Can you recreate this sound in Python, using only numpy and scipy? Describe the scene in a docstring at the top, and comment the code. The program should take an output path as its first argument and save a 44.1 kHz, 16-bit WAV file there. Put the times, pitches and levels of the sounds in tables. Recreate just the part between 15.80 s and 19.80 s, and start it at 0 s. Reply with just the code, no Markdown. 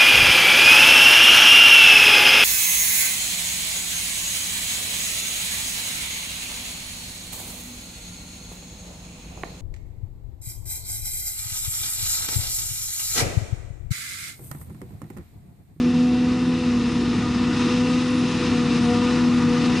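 """Forage harvester in an open field

Off to the left of the microphone a harvester creeps nearer, blowing chopped grass into a truck beside it.
The knife drum hums loudest. It, the blower and the six-cylinder diesel share one speed, which sags under
load, while the turbo whistles up and down. Crop hisses in the spout; the truck's engine throbs below."""
import sys
import numpy as np
from scipy import signal
from scipy.fft import rfft, irfft, next_fast_len
from scipy.io import wavfile
from scipy.ndimage import uniform_filter1d, minimum_filter1d, map_coordinates

SR = 44100
rng = np.random.default_rng(int(sys.argv[2]) if len(sys.argv) > 2 else 0)


def transcribe(u):
    """Save the signal u as a 16-bit wav file named by the first command-line argument.

    u: samples, shape (n,) or (channels, n), limited to [-1, 1]; the rate is SR.
    q: integer samples, one column per channel.
    """
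    v = np.clip(np.atleast_2d(u).T, -1, 1)
    q = np.round(v * 32767).astype(np.int16)
    wavfile.write(sys.argv[1], SR, q)


N = 176400

# Speed of the knife drum. Each row: time in seconds, cuts per second.
CUT_RATE = [(0, 244.7), (0.25, 247), (0.7, 249.2), (0.84, 246.8), (0.98, 242.2), (1.12, 241.8),
            (1.3, 243.3), (1.62, 244.3), (1.8, 243.5), (2.0, 246.7), (2.18, 249.3), (2.52, 247.4),
            (2.75, 243.8), (3.04, 240.2), (3.34, 245.7), (3.7, 242.1), (3.95, 246.4), (4.0, 246.7)]
# The drum's fundamental. Each row: time in seconds, level in dB.
HUM_LEVEL = [(0, -18), (0.22, -17.5), (0.4, -21), (0.74, -21.5), (0.81, -27), (0.87, -19.5), (1.0, -21),
             (1.08, -21.5), (1.12, -26.5), (1.28, -19), (1.38, -25.5), (1.47, -25), (1.55, -21.5),
             (1.65, -20), (1.73, -24), (1.83, -21), (1.89, -24.5), (1.96, -19), (2.07, -21), (2.2, -19.5),
             (2.26, -21.5), (2.45, -21), (2.49, -27), (2.64, -28.5), (2.72, -21.5), (2.8, -24.5),
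             (2.86, -21), (3.05, -18.3), (3.17, -20.5), (3.34, -22.5), (3.44, -18.5), (3.65, -19.5),
             (3.84, -21.5), (3.9, -19), (4.0, -25)]
# The drum's howl. Each row: time in seconds, levels of the second and third harmonics in dB.
HOWL_LEVELS = [(0, -38, -52), (.2, -35, -43.5), (.4, -34, -43), (.6, -40, -49), (.83, -36, -48.5),
               (1.15, -37.5, -49), (1.35, -40.5, -50), (1.65, -38, -49), (1.85, -33, -54), (2.08, -33, -44),
               (2.2, -37, -51.5), (2.32, -33, -53), (2.5, -36, -50.5), (2.83, -32.5, -42.5),
               (3.0, -32.5, -44.5), (3.14, -25.5, -35.5), (3.22, -27, -44), (3.35, -31, -42),
               (3.55, -38, -54), (3.7, -31.5, -46), (3.83, -30, -40.5), (4, -38, -41)]
# The drum's upper harmonics. Each row: multiple of the cut rate, relative level in dB.
WHINE_TONES = [(4, -1.5), (5, 0.5), (6, -8), (8, -7.5), (11, -10.5)]
# Their swell. 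Each row: time in seconds, gain in dB.
WHINE_LEVEL = [(0, -56), (.3, -53), (.52, -46), (.75, -47.5), (1.1, -48.5), (1.5, -47), (1.85, -41.5),
               (2.3, -45), (2.9, -47), (3.25, -37.5), (3.5, -47), (3.72, -40.5), (4, -44.5)]
# The blower's tones. Each row: multiple of the blade rate, relative level in dB.
BLOWER_TONES = [(1, -0.4), (2, -8.5), (4, -23.5)]
# Their swell. Each row: time in seconds, gain in dB.
BLOWER_LEVEL = [(0, -34.5), (.5, -32.5), (1.0, -36.5), (1.7, -33.5), (2.3, -32), (2.95, -31.5),
                (3.3, -32.5), (4, -31)]
# The harvester's exhaust. Each row: multiple of the four-stroke cycle rate, level in dB before load.
EXHAUST_ORDERS = [(3, -55), (6, -39), (7, -51), (8, -44), (9, -42.5), (10, -50), (11, -44.5), (12, -39.5),
                  (16, -40), (17, -44.5), (18, -44.5), (21, -45)]
# Engine load. Each row: time in seconds, gain on the exhaust orders in dB.
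ENGINE_LOAD = [(0, -1.5), (.65, -4.5), (1.1, -1.5), (1.5, 3), (2.2, -1), (2.7, 2.5), (4, -0.5)]
# The diesel's roar. Each row: time in seconds, level in dB.
ROAR_LEVEL = [(0, -30.5), (.7, -28.5), (1.4, -26.5), (1.9, -28), (2.35, -27.5), (2.7, -28.5), (3.25, -27),
              (3.55, -29.5), (4, -25.5)]
# The truck's engine. Each row: time in seconds, firing rate in Hz, gain in dB.
TRUCK_ENGINE = [(0, 67.9, -0.5), (1.4, 67.5, 3.5), (2.3, 65.3, -6.5), (3.2, 64.8, 3.5), (4, 64.6, -3.5)]
# Its exhaust. Each row: multiple of the firing rate, level in dB before that gain.
TRUCK_ORDERS = [(1, -44.5), (2, -56.5)]
# Clatter in the housing and hiss in the spout. Each row: time in seconds, level in dB before trim.
CLATTER_LEVEL = [(0, -37), (.25, -40), (.75, -38), (1.35, -36), (1.68, -34.5), (1.8, -33), (2.05, -35.5),
                 (2.4, -36), (2.7, -32.5), (3.05, -34.5), (3.32, -32), (3.47, -34.5), (3.94, -31.5),
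                 (4, -33)]
HISS_LEVEL = [(0, -38.5), (.3, -40), (.9, -37.5), (1.3, -36.5), (1.68, -36.5), (1.78, -33), (1.94, -33),
              (2.05, -35), (2.14, -33), (2.24, -35.5), (2.44, -35), (2.52, -33.5), (2.78, -32.5),
              (2.87, -35), (2.97, -32), (3.07, -33.5), (3.37, -33.5), (3.46, -36.5), (3.66, -35),
              (3.82, -32.5), (4, -32.5)]
# Colours of roar, clatter and hiss. Each row: frequency in Hz, relative noise density in dB.
ROAR_SPECTRUM = [(15, -27.5), (35, -15.5), (60, -11.5), (85, -7), (135, -5), (200, -2), (275, -0.6),
                 (330, -2), (390, -11.5), (460, -11), (550, -27), (800, -29.5), (2000, -75)]
CLATTER_SPECTRUM = [(300, -12), (590, -9), (800, -0.5), (1000, 2.5), (1250, 3.5), (1460, 0.5), (1620, -11),
                    (1760, 0.5), (1970, -1.5), (2150, -6), (2700, -9), (5000, -35.5)]
HISS_SPECTRUM = [(700, -21), (1600, -3.5), (2250, -3), (2480, 3), (2720, 2.5), (3000, 0), (3250, -4),
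                 (3600, 1), (4500, -4), (5200, -2.5), (5950, -8), (6300, -7.5), (6900, -12), (7230, -14),
                 (7650, -15.5), (8100, -15), (8550, -20.5), (9100, -18), (9750, -21.5), (10400, -28.5),
                 (11400, -41.5)]
# Sheet-metal resonances. Each row: frequency in Hz, relative level in dB.
METAL_MODES = [(2698, -0.5), (7230, -21)]
# Their ringing. Each row: time in seconds, gain in dB.
METAL_LEVEL = [(0, -54), (.15, -47.5), (.85, -49), (1.4, -52), (1.85, -46), (2.4, -49.5), (4, -53)]
# The turbocharger. Each row: time in seconds, pitch in Hz, level in dB.
TURBO_WHISTLE = [(0, 10230, -73), (.16, 10160, -67.5), (.45, 9830, -68), (.76, 9310, -66), (.9, 9100, -69),
                 (1.04, 9030, -69), (1.14, 9330, -60), (1.25, 9570, -66), (1.5, 9800, -73),
                 (1.88, 9890, -68), (2.07, 9870, -64), (2.2, 9660, -62), (2.38, 9340, -55.5),
                 (2.68, 9000, -62), (2.9, 8920, -61), (3.0, 9030, -59), (3.08, 9400, -51),
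                 (3.15, 9630, -61), (3.22, 9720, -68), (3.33, 9790, -66), (3.48, 9720, -69),
                 (3.6, 9740, -61), (3.85, 9850, -66), (4, 9790, -62)]
# Width of the noises at the microphone. Each row: frequency in Hz, side over mid in dB.
STEREO_WIDTH = [(30, -18.5), (100, -27), (250, -18.5), (600, -24.5), (1200, -16.5), (2200, -20.5),
                (4000, -12), (8000, -6.5)]
# Balance at the microphone. Each row: frequency in Hz, left over right in dB.
LEFT_LEAN = [(60, -0.5), (250, 1.2), (1000, 1.5), (2700, 1.2), (3700, 3), (5000, 1), (8000, -2)]


def amp(db):
    """Decibels to gain."""
    return 10 ** (np.asarray(db) / 20)


def unit(x):
    """Scale to rms 1."""
    return x / np.sqrt(np.mean(x ** 2) + 1e-20)


def along(points, hz):
    """Read (Hz, value) points at hz, on a log frequency axis."""
    knots_hz, values = np.transpose(points)
    return np.interp(np.log(hz + 1), np.log(knots_hz + 1), values)


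def curves(rows):
    """One value per sample for each column after the time."""
    seconds, *columns = np.transpose(rows)
    return [np.interp(np.arange(N) / SR, seconds, column) for column in columns]


def wobble(rate):
    """A smooth random curve, rate knots a second."""
    return map_coordinates(rng.standard_normal(2048), [np.arange(N) * rate / SR + 2], mode="mirror")


def filtered(x, response):
    """Filter x by a gain given as a function of Hz."""
    size = next_fast_len(N + SR // 4)
    return irfft(rfft(x, size) * response(np.fft.rfftfreq(size, 1 / SR)), size)[..., :N]


def rush(spectrum, patchy_db):
    """Coloured stereo noise of rms 1, with patches of random gain in time and frequency."""
    white = signal.stft(rng.standard_normal((2, N)), nperseg=512)[2]
    patches = uniform_filter1d(rng.standard_normal(white.shape[1:]), size=7, axis=0)
    patches = unit(uniform_filter1d(patches, size=12, axis=1))
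    mid, side = signal.istft(white * amp(patchy_db * patches), nperseg=512)[1][:, :N]
    mid = filtered(mid, lambda hz: amp(along(spectrum, hz)))
    side = filtered(side, lambda hz: amp(along(spectrum, hz) + along(STEREO_WIDTH, hz)))
    return unit(np.array([mid + side, mid - side]))


def phase_of(hz):
    """Running phase of a rate, in radians."""
    return 2 * np.pi * np.cumsum(hz) / SR


def tone(phase, flutter_db, smear, rate):
    """A partial of rms 1; its level wavers by flutter_db and its phase by smear radians."""
    flutter = amp(flutter_db * wobble(rate))
    return unit(flutter * np.sin(phase + rng.uniform(0, 2 * np.pi) + smear * wobble(rate)))


def harmonics(phase, rows, **waver):
    """Sum one wavering tone for each (multiple, dB) row."""
    return sum(amp(db) * tone(round(k) * phase, **waver) for k, db in rows)


def knife_drum(cut_phase):
    """Knives pass the shear bar: a strong hum, its upper harmonics roughened by the uneven crop."""
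    second_db, third_db = curves(HOWL_LEVELS)
    hum = amp(curves(HUM_LEVEL)[0]) * tone(cut_phase, flutter_db=-0.9, smear=0.032, rate=29)
    howl = amp(second_db) * tone(2 * cut_phase, flutter_db=1.86, smear=0.1, rate=20)
    howl += amp(third_db) * tone(3 * cut_phase, flutter_db=2.5, smear=0.4, rate=30)
    whine = sum(amp(db) * tone(round(k) * cut_phase, flutter_db=3.5, smear=0.17 * k, rate=26)
                for k, db in WHINE_TONES)
    return hum + howl + amp(curves(WHINE_LEVEL)[0]) * whine


def blower(cut_phase, blades_per_cut=0.671):
    """Paddles geared to the drum drone as they throw the crop up the spout."""
    tones = harmonics(blades_per_cut * cut_phase, BLOWER_TONES, flutter_db=2.5, smear=0.31, rate=7.08)
    return amp(curves(BLOWER_LEVEL)[0]) * tones


def diesel(cut_phase, cycles_per_cut=0.07, throb_depth=0.17):
    """The harvester's exhaust orders, stronger under load, over a roar that throbs once a cycle."""
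    cycle_phase = cycles_per_cut * cut_phase
    orders = harmonics(cycle_phase, EXHAUST_ORDERS, flutter_db=3.0, smear=0.3, rate=5.06)
    throb = (1 + throb_depth * np.cos(cycle_phase)) * amp(0.23 * wobble(2.8))
    roar = unit(throb * rush(ROAR_SPECTRUM, patchy_db=1.5))
    return amp(curves(ENGINE_LOAD)[0]) * orders + amp(curves(ROAR_LEVEL)[0]) * roar


def truck():
    """Alongside, the truck's low exhaust note swells and fades, sinking a little as it eases off."""
    firing_hz, db = curves(TRUCK_ENGINE)
    return amp(db) * harmonics(phase_of(firing_hz), TRUCK_ORDERS, flutter_db=1.0, smear=0.3, rate=8)


def crop(cut_phase, chop_depth=0.08, clatter_trim_db=-1.5, hiss_trim_db=-0.5):
    """Chopped grass rattles the housing and rushes through the spout, pulsing with each cut."""
    feed = amp(0.45 * wobble(14) + 0.45 * wobble(80)) * (1 + chop_depth * np.cos(cut_phase))
    clatter = unit(feed * rush(CLATTER_SPECTRUM, patchy_db=0.67))
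    hiss = unit(feed * rush(HISS_SPECTRUM, patchy_db=0.78))
    clatter *= amp(curves(CLATTER_LEVEL)[0] + clatter_trim_db)
    hiss *= amp(curves(HISS_LEVEL)[0] + hiss_trim_db)
    return clatter + hiss


def sheet_metal():
    """Panels, kept ringing by the crop, sing at their own pitches."""
    rings = sum(amp(db) * tone(phase_of(np.full(N, hz)), flutter_db=2.5, smear=1.1, rate=55)
                for hz, db in METAL_MODES)
    return amp(curves(METAL_LEVEL)[0]) * rings


def turbocharger():
    """A thin, fuzzy whistle that rises and falls with the boost."""
    hz, db = curves(TURBO_WHISTLE)
    return amp(db) * tone(phase_of(hz + 18 * wobble(35)), flutter_db=3.5, smear=0.7, rate=170)


def scene():
    """Both machines run throughout, a little left of the microphone, their drone drifting leftward."""
    cut_phase = phase_of(curves(CUT_RATE)[0])
    sides = np.array([[0.5], [-0.5]])  # left takes half of a balance up, right half down
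    drift_db = 0.57 * (np.arange(N) - N / 2) / SR  # left gains on right by 0.57 dB a second
    drone = knife_drum(cut_phase) + blower(cut_phase) + diesel(cut_phase) + truck()
    machines = drone * amp(sides * drift_db) + crop(cut_phase) + sheet_metal() + turbocharger()
    return filtered(machines, lambda hz: amp(sides * along(LEFT_LEAN, hz)))


def record(dry):
    """Behind the microphone, a limiter rides down the highest peaks and the top treble is cut off."""
    limit_db, hold_s, top_hz = -9.5, 0.014, 11000
    hold = int(hold_s * SR)
    peaks = np.abs(dry).max(axis=0)
    needed_gain = np.minimum(1, amp(limit_db) / (peaks + 1e-9))
    gain = uniform_filter1d(minimum_filter1d(needed_gain, hold), hold)
    return filtered(dry * gain, lambda hz: hz < top_hz)


dry = scene()
out = record(dry)
transcribe(out)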